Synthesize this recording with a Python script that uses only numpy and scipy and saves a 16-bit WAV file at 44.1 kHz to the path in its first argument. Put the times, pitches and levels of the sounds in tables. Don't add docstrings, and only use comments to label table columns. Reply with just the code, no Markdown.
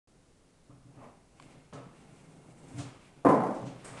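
import sys
import numpy as np
from scipy import signal
from scipy.fft import rfft, irfft
from scipy.io import wavfile

SR = 44100
rng = np.random.default_rng(int(sys.argv[2]) if len(sys.argv) > 2 else 0)


def to_wav(s):
    ch = np.atleast_2d(s).T
    pcm = np.round(np.clip(ch, -1, 1) * 32767)
    wavfile.write(sys.argv[1], SR, pcm.astype(np.int16))


N = 176400

# f/Hz, level/dB
FLOOR_SPECTRUM = [(60, -6.5), (85, -12.5), (130, -9.5), (300, -15), (480, -16), (800, -23.5), (3000, -32),
                  (9700, -32.5), (12000, -45.5)]
FLOOR_DB = -64
START_S, EDGE_HZ = 0.074, 11500

# t/s, level/dB, dull above f/Hz, ring of the wood behind f/Hz, its level/dB
TICKS = [(1.3992, -43.5, 4200, 1070, 5), (1.4247, -49.5, 11100, 680, 2)]
# f/Hz, level/dB
TICK_MODES = [(1450, 0.5), (2300, 1.5), (3000, -3), (4400, -1.5), (7400, -1.5)]
TICK_T60_S, TICK_WOOD_T60_S = 0.0083, 0.016

# f/Hz, level/dB
JINGLE_SPECTRUM = [(1000, -3.5), (2100, -9.5), (3200, -21), (6500, -17.5), (7700, -12), (8600, -5.5),
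                   (9400, -15), (12000, -25)]
JINGLE_S, JINGLE_DB, JINGLE_T60_S = 3.842, -14, 0.53
METAL_LOW_HZ, METAL_HIGH_HZ, METAL_SHARE = 1787, 9970, 0.62

# f/Hz, level/dB
RASP_SPECTRUM = [(170, -7.5), (265, 7.5), (370, -7), (600, 1.5), (1200, -4), (1450, -16), (2300, -15.5),
                 (4000, -34)]
RASP_DB = -49
RASP_S, RASP_RISE_S, RASP_FALL_S = 1.04, 0.042, 0.067

# f/Hz, level/dB, t60/s
SHUDDER_MODES = [(100, -41, 0.24), (127, -33.5, 0.16), (286.6, -37, 0.15), (693, -49.5, .22)]
SHUDDER_S, SHUDDER_SWELL_S = 2.8, 0.027

# t/s, rumble level/dB, mid rub level/dB, treble hiss level/dB
SLIDE_LEVELS = [(0, -72, -94, -90), (.85, -70.5, -87, -87), (1, -61, -75.5, -85), (1.3, -68.5, -85, -85),
                (1.44, -56.5, -66, -72), (1.56, -56, -67, -77), (1.7, -66, -75.5, -86),
                (1.88, -58.5, -75, -80), (2.03, -57.5, -68.5, -72.5), (2.58, -57.5, -73.5, -73.5),
                (2.77, -50, -62, -63), (2.97, -58, -70, -78), (3.06, -61.5, -65.5, -74),
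                (3.23, -60, -71.5, -80.5), (3.8, -53, -64.5, -75), (4, -54.5, -57, -61)]
# f/Hz, level/dB
RUMBLE_SPECTRUM = [(50, -27.5), (100, -7), (148, 5), (200, -3), (380, -6.5), (800, -13.5), (1500, -21),
                   (3000, -54.5), (8000, -41)]
RUB_SPECTRUM = [(600, -20), (1500, -2.5), (2300, 3), (3100, -2), (9000, -17.5)]
HISS_SPECTRUM = [(3000, -19), (6200, -3), (8300, 2), (10000, -4), (12000, -42)]
# f/Hz, width/Hz, level against the rumble/dB
GUIDE_TONES = [(270, 11.5, -10), (793, 36, -18.5), (2138, 45, -23.5), (2770, 47, -26.5)]
# t/s, level/dB, rise/s, t60/s of the ringing, dull above f/Hz
SCRAPES = [(1.732, -25.5, 0.0019, 0.37, 10300), (2.775, -15.5, 0.018, 0.45, 10900),
           (3.53, -24.5, .02, 0.91, 10100), (3.65, -23, 0.02, 0.4, 7050), (3.967, -14.5, 0.008, 0.31, 2550)]
# f/Hz, level/dB
SCRAPE_SPECTRUM = [(500, 2.5), (1300, 1), (2000, -5), (2900, -3), (4200, -5.5), (6000, -3.5), (8500, -3.5),
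                   (10500, -8), (12000, -21)]
GRAINS_PER_S, GRAIN_SPREAD_DB, GRAIN_SHARE = 400, 3, 0.41
WAVER_DB, WAVER_HZ = 1.5, 22

# t/s, level/dB, rise/s, muffled above f/Hz, boom level/dB
KNOCKS = [(0.691, -15, 0.012, 1460, -8.5), (.85, -25, 0.016, 500, -10), (.967, -15, 0.0051, 1500, -12),
          (1.725, -2, 0.0027, 2970, -30), (1.744, -0.5, 0.0041, 1160, -10.5), (2.741, -18, .006, 500, -2.5),
          (2.7855, -6, 0.01, 1500, -3), (2.825, -10.5, 0.0045, 1400, -3.5), (3.622, 3, 0.02, 506, 5.5),
          (3.839, -16, 0.0064, 3000, -16), (3.92, -3.5, 0.022, 2600, -7), (3.969, -12, 0.0067, 5940, -27)]
# f/Hz, level/dB
KNOCK_SPECTRUM = [(50, -32.5), (130, 3.5), (300, -4.5), (380, -8), (580, -2), (900, -8.5), (1250, -5.5),
                  (1550, -16.5), (8000, -25)]
# f/Hz, t60/s
KNOCK_T60 = [(120, 1), (500, 0.52), (2000, 0.79), (8000, 0.67)]
# f/Hz, level/dB, t60/s
PANEL_MODES = [(181.7, 0.5, 0.57), (272.3, 1, 0.4), (420.5, -3, 0.48), (475, -3.5, 0.5), (569, -0.5, 0.47),
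               (691, -7, 0.57), (760, -8, 0.44), (1060, -5, .4), (1160, -15, 0.32), (1307, -5.5, 0.47),
               (1680, -9.5, 0.35), (2990, -13, 0.39)]
# f/Hz, level/dB, t60/s
FRAME_MODES = [(126.6, 5, 0.44), (143, -0.5, 0.29), (168.6, -3, 0.45), (269.1, -6.5, 0.54),
               (287.4, -1, 0.33)]
KNOCK_DB, PANEL_DB, BOOM_DB = -11.5, -51, -44

# f/Hz, level/dB, t60/s
THUD_MODES = [(170, -24, 0.23), (286, -19.5, 0.24), (299, -20.5, 0.2)]
THUD_S, THUD_RISE_S = 3.254, 0.0088

# t/s, blow level/dB, crack level/dB
LANDING_BLOWS = [(3.2477, -12.5, -17), (3.2505, -0.5, 2), (3.2565, -1.5, -6), (3.2648, 1, -10),
                 (3.269, 0, -12), (3.289, 0.5, 3.5), (3.298, -1.5, -0.5), (3.305, -10.5, -3.5),
                 (3.3131, -10.5, -19), (3.321, -9.5, -16), (3.346, -15.5, -2.5), (3.405, -9.5, -6.5),
                 (3.421, -9.5, -12), (3.437, -9, -4.5), (3.467, -15, -5.5), (3.51, -17.5, -8.5)]
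# f/Hz, level/dB
WOOD_SPECTRUM = [(90, -31.5), (130, -5.5), (190, -1), (290, -0.5), (400, -6.5), (520, -6), (780, -6),
                 (1050, -9.5), (1400, -19.5), (2100, -30), (3000, -43), (6000, -59.5)]
# f/Hz, t60/s
WOOD_T60 = [(120, 0.66), (250, 0.53), (500, 0.86), (1000, 0.63), (2000, 0.76), (8000, 0.41)]
# f/Hz, level/dB
CRACK_SPECTRUM = [(500, -31), (2000, 1.5), (10000, -1), (12000, -11)]
# f/Hz, level/dB, t60/s
DECK_MODES = [(171, -7, .6), (285, -1, .45), (443, -6, .45), (495, -5.5, .4), (529, -3, .45),
              (594, -10, .6), (680, -7, .45), (750, -6, .5), (783, -6, .45), (864, -12, .55), (996, -5, .4),
              (1032, -2.5, .42), (1125, -15, .4), (1167, -16, .5), (1660, -26, .4), (1949, -26, .45)]
WOOD_DB, CRACK_DB, DECK_DB = 4.5, -25, -44
WOOD_DIRECT, CRACK_DIRECT = 0.6, 0.46
EARLY_DB, EARLY_T60_S = -1, 0.025


def amp(db):
    return 10 ** (np.asarray(db) / 20)


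def unit(x):
    return x / np.sqrt(np.mean(x ** 2) + 1e-20)


def read(points, hz):
    f, value = np.transpose(points)
    return np.interp(np.log(hz + 1), np.log(f + 1), value)


def add(mix, s, sound):
    part = mix[round(s * SR):][:len(sound)]
    part += sound[:len(part)]


def colour(x, points, size=4096):
    hz = abs(np.fft.fftfreq(size, 1 / SR))
    log_gain = np.log(amp(read(points, hz)))
    response = np.exp(np.conj(signal.hilbert(log_gain)))
    taps = np.fft.ifft(response).real[:size // 2]
    return signal.oaconvolve(x, taps / np.linalg.norm(taps))[:len(x)]


def dull(x, hz):
    b, a = signal.butter(2, min(hz, SR / 3), fs=SR)
    return signal.lfilter(b, a, x)


def tail(t60, rise_s, size=256):
    hz, t, noise = signal.stft(rng.choice([-1., 1.], SR), SR, nperseg=size)
    decay = np.exp(-np.log(1000) * t / read(t60, hz)[:, None])
    x = signal.istft(noise * decay, SR, nperseg=size)[1][:SR]
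    x = x * np.minimum(np.arange(SR) / SR / rise_s, 1)
    return x / np.linalg.norm(x)


def ring(modes, rise_s):
    t = np.arange(SR) / SR
    sines = 0
    for hz, db, t60 in modes:
        sines = sines + amp(db) * np.exp(-np.log(1000) * t / t60) * np.sin(2 * np.pi * hz * t)
    return np.minimum(t / rise_s, 1) * sines


def band_noise(hz, width_hz):
    band = np.exp(-((np.fft.rfftfreq(N, 1 / SR) - hz) / width_hz) ** 2)
    return unit(irfft(rfft(rng.standard_normal(N)) * band, N))


def swell(peak_s, rise_s, fall_s):
    t = np.arange(N) / SR - peak_s
    return np.exp(np.minimum(t / rise_s, -t / fall_s))


def metal(t60, rise_s, count=160):
    hz = rng.uniform(METAL_LOW_HZ, METAL_HIGH_HZ, count)
    db = rng.uniform(2, 4.2, count)
    modes = ring([(f, level, t60) for f, level in zip(hz, db)], rise_s)
    noise = tail([(2000, 2.16 * t60), (9000, 0.64 * t60)], rise_s)
    x = METAL_SHARE * modes / np.linalg.norm(modes) + noise
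    return x / np.linalg.norm(x)


def friction():
    happens = rng.random(N) < GRAINS_PER_S / SR
    size_db = GRAIN_SPREAD_DB * np.minimum(rng.exponential(1, N), 4)
    slips = happens * rng.choice([-1, 1], N) * amp(size_db)
    return unit(GRAIN_SHARE * unit(slips) + rng.standard_normal(N))


def waver():
    return amp(WAVER_DB * band_noise(0, WAVER_HZ))


def room_tone():
    return amp(FLOOR_DB) * colour(rng.standard_normal(N), FLOOR_SPECTRUM)


def small_parts():
    out = np.zeros(N)
    snap = ring([(hz, db, TICK_T60_S) for hz, db in TICK_MODES], rise_s=0.00022)
    click = snap - 2 * signal.unit_impulse(SR)
    for s, db, dull_hz, wood_hz, wood_db in TICKS:
        wood = ring([(wood_hz, wood_db, TICK_WOOD_T60_S)], rise_s=0.001)
        add(out, s, amp(db) * (dull(click, dull_hz) + wood))
    jingle = colour(metal(JINGLE_T60_S, rise_s=0.0067), JINGLE_SPECTRUM)
    add(out, JINGLE_S, amp(JINGLE_DB) * jingle)
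    return out


def rasp():
    level = amp(RASP_DB) * swell(RASP_S, RASP_RISE_S, RASP_FALL_S)
    return level * colour(friction(), RASP_SPECTRUM)


def shudder():
    t = np.arange(N) / SR - SHUDDER_S
    out = np.zeros(N)
    for hz, db, t60 in SHUDDER_MODES:
        level = amp(db) * swell(SHUDDER_S, SHUDDER_SWELL_S, t60 / np.log(1000))
        out += level * np.cos(2 * np.pi * hz * t)
    return out


def slide():
    s, *levels = np.transpose(SLIDE_LEVELS)
    t = np.arange(N) / SR
    rumble_gain, rub_gain, hiss_gain = (amp(np.interp(t, s, db)) for db in levels)
    tones = sum(amp(db) * band_noise(hz, width_hz) for hz, width_hz, db in GUIDE_TONES)
    rumble = rumble_gain * (colour(friction(), RUMBLE_SPECTRUM) + tones)
    rub = rub_gain * colour(friction(), RUB_SPECTRUM)
    hiss = hiss_gain * colour(friction(), HISS_SPECTRUM)
    scrapes = np.zeros(N)
    for start_s, db, rise_s, t60, dull_hz in SCRAPES:
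        add(scrapes, start_s, amp(db) * dull(metal(t60, rise_s), dull_hz))
    return rumble + waver() * (rub + hiss) + colour(scrapes, SCRAPE_SPECTRUM)


def knocks():
    out = np.zeros(N)
    for s, db, rise_s, muffle_hz, boom_db in KNOCKS:
        blow = amp(KNOCK_DB) * colour(tail(KNOCK_T60, rise_s), KNOCK_SPECTRUM)
        panels = amp(PANEL_DB) * ring(PANEL_MODES, rise_s)
        boom = amp(BOOM_DB + boom_db) * ring(FRAME_MODES, rise_s)
        add(out, s, amp(db) * dull(blow + panels, muffle_hz) + boom)
    return out


def thud():
    out = np.zeros(N)
    add(out, THUD_S, ring(THUD_MODES, THUD_RISE_S))
    return out


def landing():
    wood, crack, blows = np.zeros((3, N))
    push = signal.unit_impulse(SR)
    for s, db, crack_db in LANDING_BLOWS:
        early = amp(EARLY_DB) * tail([(1000, EARLY_T60_S)], rise_s=0.00053)
        wood_tail = tail(WOOD_T60, rise_s=0.011)
        crack_tail = tail([(2000, 0.45), (9000, 0.33)], rise_s=0.001)
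        add(wood, s, amp(db) * (WOOD_DIRECT * push + early + wood_tail))
        add(crack, s, amp(crack_db) * (CRACK_DIRECT * push + crack_tail))
        add(blows, s, amp(db) * push)
    deck = np.zeros(N)
    for hz, db, t60 in DECK_MODES:
        mode = signal.oaconvolve(blows, ring([(hz, 0, t60)], rise_s=0.0029))[:N]
        deck += amp(db) * unit(mode)
    wood = amp(WOOD_DB) * colour(wood, WOOD_SPECTRUM)
    crack = amp(CRACK_DB) * colour(crack, CRACK_SPECTRUM)
    return wood + crack + amp(DECK_DB) * deck


def scene():
    background = room_tone() + small_parts() + rasp()
    machine = shudder() + slide() + knocks()
    return (background + machine + thud() + landing())[None]


def record(dry):
    running = dry * (np.arange(N) / SR > START_S)
    low_pass = signal.firwin(101, EDGE_HZ, window=("kaiser", 8), fs=SR)
    return signal.oaconvolve(running, low_pass[None], "same")


dry = scene()
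out = record(dry)
to_wav(out)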